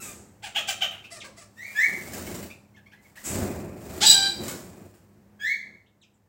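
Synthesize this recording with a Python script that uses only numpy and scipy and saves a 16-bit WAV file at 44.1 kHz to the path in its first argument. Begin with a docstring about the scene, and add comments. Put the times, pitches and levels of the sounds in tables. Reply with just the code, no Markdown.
"""A hard-walled room of small doves and finches in wire cages, with low room noise and a wavering hum.
First a swish of plumage, low air noise and a thin falling call, then nasal yaps of pulses through a throat
filter, soft peeps and sweeping chips, and two rising whistles of summed partials, the first from far off.
Noise shaped by wingbeats swells and fades with feather snaps, strongest after 3 s; a loud ringing cry
follows at 4 s, and a last whistle at 5.4 s. Echoes and a room tail surround calls and plumage."""
import sys
import numpy as np
from scipy import signal
from scipy.fft import rfft, irfft, next_fast_len
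from scipy.io import wavfile
from scipy.ndimage import map_coordinates

SR = 44100
rng = np.random.default_rng(int(sys.argv[2]) if len(sys.argv) > 2 else 0)


def unload_wav(signal):
    """Save mono or channel-first audio to the path in sys.argv[1] as 16-bit WAV at rate SR, clipped to [-1, 1]."""
    wavfile.write(
        sys.argv[1],
        SR,
        np.round(np.clip(np.atleast_2d(signal).T, -1, 1) * 32767).astype(np.int16),
    )


N = 277277
TIME = np.arange(N) / SR
EDGE_HZ = 15950  # upper band limit


def amp(db):
    """Decibels to gain."""
    return 10 ** (np.asarray(db) / 20)


def unit(x):
    """Scales to rms 1."""
    return x / np.sqrt(np.mean(x ** 2) + 1e-20)


def read(points, hz):
    """Reads a spectrum on a log-frequency axis."""
    f, value = np.transpose(points)
    return np.interp(np.log(hz + 1), np.log(f), value)


def curves(rows):
    """Sample times and every column of a curve table."""
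    s, *columns = np.transpose(rows)
    t = np.arange(s[0], s[-1], 1 / SR)
    return [t] + [np.interp(t, s, c) for c in columns]


def add(mix, s, sound):
    """Mixes a sound in at time s."""
    part = mix[max(round(s * SR), 0):][:len(sound)]
    part += sound[:len(part)]


def colour(x, spectrum):
    """Filters by a spectrum; rms 1."""
    size = next_fast_len(len(x) + 2048)
    gain = amp(read(spectrum, np.fft.rfftfreq(size, 1 / SR)))
    return unit(irfft(rfft(x, size) * gain, size)[:len(x)])


def wander(size, per_s):
    """Random motion in straight ramps between per_s random values a second."""
    knots = rng.standard_normal(2048)
    return map_coordinates(knots, [np.arange(size) * per_s / SR], order=1, mode="wrap")


def faded(x):
    """Softens both ends over up to 3 ms."""
    return x * signal.windows.tukey(len(x), min(1, 256 / len(x)))


def burst(rise_s, hold_s, fade_db_per_s, db, curve=1.14):
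    """An envelope that swells, holds, then dies away."""
    t = TIME[:2 * SR]
    fade_db = fade_db_per_s * np.maximum(t - rise_s - hold_s, 0)
    return np.minimum(t / rise_s, 1) ** curve * amp(db - fade_db)


def bursts(rows):
    """The joint envelope of a table of bursts; their powers add."""
    power = np.zeros(N)
    for s, *shape in rows:
        add(power, s, burst(*shape) ** 2)
    return np.sqrt(power)


def syrinx(hz, rough, throat, jitter=.09, jitter_per_s=600, breath=1.0):
    """Pulses that grow uneven and noisy with roughness, through the throat."""
    rough = np.clip(rough, 0, .45)
    turns = np.cumsum(hz * (1 + jitter * rough * wander(len(hz), jitter_per_s))) / SR
    # the windpipe delays high harmonics more, which spreads each pulse over its cycle
    pulses = sum(np.cos(2 * np.pi * k * turns - np.pi * k * k / 14) * (k * hz < EDGE_HZ)
                 for k in range(1, 30))
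    # turbulence is weak in the bass, so the lowest harmonics stay clear
    hiss = rng.standard_normal(len(hz)) * (1 + np.cos(2 * np.pi * turns))
    puffs = colour(hiss, [(700, -12), (2500, 0)])
    return colour((1 - rough) * unit(pulses) + breath * rough * puffs, throat)


def call(rows, throat):
    """A call that follows its pitch, level and roughness curves."""
    t, hz, db, rough = curves(rows)
    return t[0], faded(amp(db) * syrinx(hz, rough, throat))


# level of the room noise at the microphone: (time [s], level [dB])
BACKGROUND_LEVEL = [(0, -57.5), (2.9, -61), (5.55, -61), (5.9, -67), (6.29, -67.5)]
# its colour: (frequency [Hz], level [dB])
BACKGROUND_COLOUR = [(30, -28), (60, -9), (105, -4.5), (160, -8), (370, -13), (520, -16.5), (880, -19),
                     (1200, -25.5), (1800, -26), (3400, -37.5), (7700, -35.5), (10000, -42), (16000, -36)]
# ventilation tones: (frequency [Hz], level against the noise [dB])
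VENTILATION_HUM = [(102, -5), (204, -3)]


def background():
    """Low room noise with a ventilation hum that wavers in phase and strength."""
    hum = np.zeros(N)
    for hz, db in VENTILATION_HUM:
        tone = np.sin(2 * np.pi * hz * TIME + wander(N, 22))
        hum += amp(db) * unit(tone * (1 + .4 * wander(N, 11)))
    level = amp(np.interp(TIME, *np.transpose(BACKGROUND_LEVEL)))
    return (colour(rng.standard_normal(N), BACKGROUND_COLOUR) + hum) * level


# sharp wing strokes: (time [s], level [dB], decay to 1/e [s])
WING_SNAPS = [(.912, -43.5, 0.0092), (2.135, -28.5, 0.0094), (2.18, -32.5, 0.0075), (2.267, -31, 0.0079),
              (2.31, -44, 0.016), (2.344, -34.5, 0.0105), (2.427, -33, 0.0082), (3.157, -48.5, 0.013),
              (4.436, -30.5, 0.0055), (4.481, -23.5, 0.0075), (4.94, -55, 0.019)]
# bright swishes of ruffled plumage: (time [s], level [dB])
SWISHES = [(0, -39), (3.234, -32)]
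# colour of a swish: (frequency [Hz], level [dB])
SWISH_COLOUR = [(1000, -15), (2300, -13.5), (4000, -20), (5500, -15.5), (6700, -8), (8000, -3.5),
                (9500, -17), (12000, -15.5), (14000, -27), (16000, -16)]
# colour of feathers in snaps and rustles: (frequency [Hz], level [dB])
FEATHER_COLOUR = [(350, -16), (600, -4.5), (970, -9.5), (1830, -8.5), (2010, -8.5), (2210, -11),
                  (3340, -15.5), (5050, -12.5), (6460, -13), (7410, -7.5), (10700, -18.5), (15100, -13),
                  (16000, -10)]


def plumage():
    """Noise through the feathers: sharp wing-tip strokes and longer swishes of ruffled plumage."""
    out, t = np.zeros(N), TIME[:4096]
    for s, db, decay_s in WING_SNAPS:
        snap = colour(rng.standard_normal(len(t)), FEATHER_COLOUR)
        add(out, s, amp(db) * snap * np.exp(-t / decay_s))
    for s, db in SWISHES:
        swell = burst(rise_s=0.0215, hold_s=0.016, fade_db_per_s=138.5, db=db)
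        add(out, s, swell * colour(rng.standard_normal(len(swell)), SWISH_COLOUR))
    return out


# swells of low air noise, the strongest from flapping wings:
# (time [s], rise [s], hold [s], fade [dB/s], level [dB])
AIR_SWELLS = [(0, 0.013, .15, 78, -49.5), (.42, .13, .3, 26.5, -58), (1.13, 0.049, .12, 94, -55),
              (1.85, 0.065, .02, 67, -41.5), (1.95, .2, .27, 110, -39), (3.23, 0.14, .06, 34, -29),
              (3.77, 0.17, .06, 23.5, -37), (4.35, 0.057, .02, 59, -35), (4.62, 0.097, .13, 158, -48),
              (5.0, 0.15, 0.22, 32, -70.5), (5.62, 0.057, .04, 125.5, -56)]
# colour of the air noise: (frequency [Hz], level [dB])
AIR_COLOUR = [(21, -50), (35, -21.5), (85, 1), (141, -6.5), (191, 0.5), (309, -7), (351, -1), (458, -11.5),
              (588, -10), (970, -21.5), (2250, -30), (2500, -26), (3250, -50.5), (5500, -120)]
# feathers rubbing as the wings work: (time [s], rise [s], hold [s], fade [dB/s], level [dB])
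FEATHER_RUSTLES = [(1.52, .35, 0.535, 174, -43), (3.0, 0.036, 0.062, 120, -61.5),
                   (3.153, 0.021, 0.064, 115, -49), (3.22, 0.12, 0.068, 63.5, -37),
                   (3.72, 0.36, .04, 38.5, -39), (4.38, 0.066, 0.053, 64, -41.5),
                   (4.7, .1, 0.07, 110, -62.5)]
WINGBEATS_PER_S = 23  # average rate


def wings(air_throb=0.12, feather_throb=0.14, grain_db=2, thump_db=-3.0, thump_growth=0.254):
    """Air noise and feather rustle throb at the wingbeat rate; strong swells add a deep thump."""
    beat = np.cos(2 * np.pi * np.cumsum(WINGBEATS_PER_S * (1 + .12 * wander(N, 8.9))) / SR)
    air = colour(rng.standard_normal(N), AIR_COLOUR) * unit(1 + air_throb * beat)
    deep = signal.sosfiltfilt(signal.butter(2, 115, fs=SR, output="sos"), air)
    grains = rng.standard_normal(N) * amp(grain_db * wander(N, 900))
    rustle = colour(grains, FEATHER_COLOUR) * unit(1 + feather_throb * beat)
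    swell = bursts(AIR_SWELLS)
    # above a swell of -42 dB the bass grows faster than the rest of the air
    thump = amp(thump_db) * np.maximum(swell / amp(-42), 1) ** thump_growth * deep
    return swell * (air - deep + thump) + bursts(FEATHER_RUSTLES) * rustle


# a thin falling call: (time [s], pitch [Hz], level [dB], roughness [0-1])
SQUEAK = [(0, 1340, -35.5, 0.15), (.04, 1275, -44.5, 0.05), (.11, 1180, -42, 0.07)]
# its throat: (frequency [Hz], level [dB])
SQUEAK_THROAT = [(700, -4), (1250, -3.5), (2500, -4.5), (4000, -15), (12000, -14)]


def squeak():
    """Nearly clean pulses sinking in pitch through a broad throat, fullest below 2.5 kHz."""
    return call(SQUEAK, SQUEAK_THROAT)


# nasal yaps: (time [s], length [s], top pitch [Hz], end pitch [Hz], level before the swell [dB],
# roughness [0-1], beak ring [dB], treble [dB], gape [factor on the upper throat])
YAPS = [(.422, 0.053, 858.6, 668, -37.5, 0.46, 8.5, 1.5, 1.12),
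        (0.546, 0.047, 833, 582, -24.5, 0.52, 18, 1.5, 1.02),
        (0.671, 0.038, 818, 594, -26.5, 0.36, 12, 5, 1.07),
        (0.805, 0.04, 790, 581.4, -23.5, 0.18, 19.5, 1.5, 0.96),
        (0.91, 0.042, 724.7, 703, -41.5, 0.7, 14, -20, 1.1),
        (1.1, 0.074, 688, 600, -44, 0.3, -5.5, 3.5, 1.2),
        (1.232, 0.031, 559.6, 520, -42.5, 0.42, -17.5, 1, 1.12),
        (1.36, 0.067, 690, 557, -49.5, 0.29, -3, 4, 1.14)]
# throat of a yap: (frequency [Hz], level [dB])
YAP_THROAT = [(400, -3.5), (750, 0.5), (1100, -1), (1600, -1), (2400, -2), (3500, -8.5), (4300, -9),
              (5300, -14.5), (7000, -9.5), (8100, -19), (9300, -19), (10400, -40), (12300, -32),
              (14200, -17.5), (15600, -26)]


def yap(s, length, top_hz, end_hz, db, rough, ring_db, treble_db, gape,
        start_share=.72, rise_s=0.019, beak_hz=3120, beak_width_hz=450):
    """A short pitch arch; the open beak rings at one frequency, a wider gape lifts upper resonances."""
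    t = np.arange(0, length, 1 / SR)
    crest = min(rise_s, .7 * length)
    pitch = np.interp(t, [0, crest / 2, crest, length],
                      [start_share * top_hz, 0.87 * top_hz, top_hz, end_hz])
    f = np.geomspace(300, 16000, 160)
    upper = np.tanh((f - 4400) / 900)  # -1 in the bass, 1 in the treble
    shape = read(YAP_THROAT, f / gape ** ((1 + upper) / 2)) + treble_db * upper
    shape += ring_db * np.exp(-.5 * ((f - beak_hz) / beak_width_hz) ** 2)
    swell_db = np.interp(t, [0, crest, .75 * length, length], [-13, 5.5, -4.5, 5.5])
    return s, faded(amp(db + swell_db) * syrinx(pitch, rough, np.column_stack([f, shape])))


# soft contact peeps: (time [s], length [s], middle pitch [Hz], glide [end/start pitch], level [dB])
PEEPS = [(1.039, 0.02, 1332, 1.45, -38), (2.269, 0.017, 1106, 1.08, -41), (2.5, 0.017, 1238, 1.3, -37),
         (2.739, .022, 1065, 1.08, -56), (2.767, 0.022, 855, 0.86, -48), (2.859, .022, 1113, 1.17, -48),
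         (2.921, 0.0243, 886, 1.5, -45.5), (2.97, 0.023, 1020, 1.08, -53),
         (3.045, 0.027, 1077, 0.86, -52.5), (3.165, 0.03, 933, 1.32, -42)]
# throat of a peep: (multiple of the pitch, level [dB])
PEEP_OVERTONES = [(1, -12.5), (2, 7), (3, -11), (4, -12.5), (8, -25.5)]


def peep(s, length, hz, glide, db, rough=0.25, fade_db=5):
    """A tiny gliding note whose second harmonic carries the sound."""
    rows = [(s, hz / glide ** .5, db, rough),
            (s + length / 2, hz, db, rough),
            (s + length, hz * glide ** .5, db - fade_db, rough)]
    return call(rows, [(k * hz, level) for k, level in PEEP_OVERTONES])


# quick chips: (time [s], length [s], start pitch [Hz], end pitch [Hz], level [dB], overtone [dB])
CHIPS = [(1.202, 0.023, 4170, 1890, -35.5, -7.5), (2.76, 0.0094, 2210, 4100, -51.5, -8),
         (2.91, 0.016, 1970, 3770, -52.5, -10), (3.153, .012, 1470, 3600, -47, -11),
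         (5.86, .014, 2515, 4110, -60.5, -20.5), (6.013, 0.029, 4240, 2232, -53.5, -7),
         (6.137, .012, 8600, 6500, -65.5, -33.5)]


def chip(s, length, start_hz, end_hz, db, overtone_db):
    """A quick sweep with one overtone, an octave up."""
    hz = np.geomspace(start_hz, end_hz, int(length * SR))
    phase = 2 * np.pi * np.cumsum(hz) / SR
    return s, faded(amp(db) * unit(np.sin(phase) + amp(overtone_db) * np.sin(2 * phase)))


# rising whistles, first one far off: (time [s], length [s], start pitch [Hz], top pitch [Hz],
# mid-note level [dB], half-pitch rasp [0-1], octave [dB], upper overtones [dB])
WHISTLES = [(1.563, .13, 1786, 2400, -36, 0.6, 3.5, 7.5), (1.746, 0.12, 1647, 2260, -16.5, 0.55, -5.5, 1.5),
            (5.391, .152, 1589, 2265, -23, 0.17, 3, 0)]
# a whistle lingers low, then slides up: (share of its length, share of the climb)
WHISTLE_SLIDE = [(0, 0), (.14, .1), (.31, .2), (.51, .58), (.85, .98), (1, 0.94)]
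# throat of a whistle: (frequency [Hz], level [dB])
WHISTLE_THROAT = [(900, -22), (1600, -1), (2350, 2), (2800, -14), (3400, -18), (4300, -21.5), (5200, -26),
                  (6700, -25), (7900, -27), (8900, -41), (10200, -39.5), (12500, -56.5), (15500, -25)]
WHISTLE_ATTACK_S, WHISTLE_RELEASE_S, RASP_FADE_S = 0.015, 0.0221, 0.032
WHISTLE_SWELL_DB = 7.5  # louder in the middle than at the ends


def whistle(s, length, start_hz, top_hz, db, rasp, octave_db, upper_db,
            waver=.014, waver_per_s=400, overtone_waver=0.27):
    """A rising tone with fuzzy overtones; at its start the membranes also beat at half pitch."""
    t = np.arange(0, length, 1 / SR)
    climb = np.interp(t / length, *np.transpose(WHISTLE_SLIDE))
    hz = start_hz + (top_hz - start_hz) * climb
    phase = 2 * np.pi * np.cumsum(hz * (1 + waver * wander(len(t), waver_per_s))) / SR
    blur = overtone_waver * wander(len(t), 1200)
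    partials = [np.sin(k * phase + (k - 1) * blur) * (k * hz < EDGE_HZ) for k in range(1, 10)]
    tone = partials[0] + amp(octave_db) * partials[1] + amp(upper_db) * sum(partials[2:])
    halves = np.sin(3 * phase / 2) + np.sin(phase / 2)
    halves *= wander(len(t), 600) * rasp * np.exp(-t / RASP_FADE_S)
    gate = np.minimum(t / WHISTLE_ATTACK_S, 1) * np.minimum((length - t) / WHISTLE_RELEASE_S, 1)
    effort_db = db - WHISTLE_SWELL_DB * (1 - np.sin(np.pi * t / length))
    return s, amp(effort_db) * gate * colour(tone + halves, WHISTLE_THROAT)


# scratchy start, ringing peak and lower held note of the loud cry:
# (time [s], pitch [Hz], level [dB], roughness [0-1])
CRY_START = [(4.004, 528.3, -39.5, 0), (4.018, 706.4, -19.5, 0.22), (4.033, 847, -13.5, 0.4),
             (4.058, 879, -22, 0.28)]
CRY_PEAK = [(4.045, 929, -23.5, 0.25), (4.066, 971, -9.5, 0.29), (4.085, 990, -12.5, 0.3),
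            (4.104, 980.5, -10, 0.17), (4.124, 953.4, -11, 0.23)]
CRY_HOLD = [(4.108, 812, -20.5, .3), (4.14, 795.9, -22, .2), (4.2, 784.5, -28.5, .18),
            (4.245, 792.7, -24.5, .16), (4.275, 781, -23, 0.24)]
# throat in each part: (frequency [Hz], level [dB])
START_THROAT = [(400, -24), (850, -0.5), (1700, -4.5), (2500, -5.5), (3400, 4), (5200, -2), (6500, -4),
                (7800, -2), (10500, -19.5), (15500, -24.5)]
PEAK_THROAT = [(950, -28), (1950, -44.5), (2900, -17.5), (3900, 1.5), (4900, -2.5), (5850, -12),
               (6800, -15.5), (7800, 1), (8700, -18.5), (9700, -18), (10700, -37.5), (11700, -18),
               (13500, -33.5), (15500, -17)]
HOLD_THROAT = [(780, -13), (1570, -6.5), (2350, -12), (3150, -10), (3900, 1), (4750, -2), (6200, -24.5),
               (7700, -15.5), (8700, -25.5), (9700, -19), (10800, -36.5), (15500, -35.5)]


def loud_cry():
    """Three overlapping stretches of voice, each through its own throat shape."""
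    out = np.zeros(N)
    for rows, throat in [(CRY_START, START_THROAT), (CRY_PEAK, PEAK_THROAT), (CRY_HOLD, HOLD_THROAT)]:
        add(out, *call(rows, throat))
    return out


# how long the hard-walled room rings: (frequency [Hz], time to fall 60 dB [s])
ROOM_T60 = [(200, .7), (800, .6), (2000, .46), (4000, .5), (8000, .47), (15000, .3)]


def room(x, direct_db, early_db, tail_db, early_t60=0.18):
    """Direct sound, dense echoes from the cage walls, and the room's tail."""
    size = 36000
    t = TIME[:size]
    hits = rng.random(size) < 1500 / SR  # about 1500 echoes a second
    early = rng.standard_normal(size) * hits * amp(-60 * t / early_t60) * (t > .002)
    hz, frames, z = signal.stft(rng.standard_normal(size), SR, nperseg=256)
    decay = amp(-60 * frames / read(ROOM_T60, hz)[:, None])
    tail = signal.istft(z * decay, SR, nperseg=256)[1][:size]
    tail *= 1 - np.exp(-t / 0.018)  # the tail builds up gradually
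    response = amp(early_db) * early / np.linalg.norm(early) + amp(tail_db) * tail / np.linalg.norm(tail)
    response[0] += amp(direct_db)
    return signal.fftconvolve(x, response)[:N]


def scene():
    """Each group of calls has its own balance of direct sound, echoes and tail at the microphone."""
    yaps, far, near, small_calls = np.zeros((4, N))
    add(small_calls, *squeak())
    for row in YAPS:
        add(yaps, *yap(*row))
    for row in PEEPS:
        add(small_calls, *peep(*row))
    for row in CHIPS:
        add(small_calls, *chip(*row))
    for bird, row in zip([far, near, near], WHISTLES):
        add(bird, *whistle(*row))
    birds = room(small_calls, direct_db=-10, early_db=-6, tail_db=-17)
    birds += room(yaps, direct_db=-7, early_db=-1.0, tail_db=-10.5)
    birds += room(far, direct_db=-8.5, early_db=-8.5, tail_db=-5.5)
    birds += room(near, direct_db=-11.5, early_db=-3.5, tail_db=-6.0)
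    birds += room(loud_cry(), direct_db=-4, early_db=-3.5, tail_db=-7.0)
    feathers = room(plumage(), direct_db=-4.5, early_db=-1.5, tail_db=-3.5)
    return (background() + feathers + wings() + birds)[None]


def record(dry):
    """The recorder's ceiling and band limit."""
    held = np.clip(dry, -.85, .85)
    lowpass = signal.firwin(511, EDGE_HZ, window=("kaiser", 9), fs=SR)
    return signal.oaconvolve(held, lowpass[None], "same")


dry = scene()
out = record(dry)
unload_wav(out)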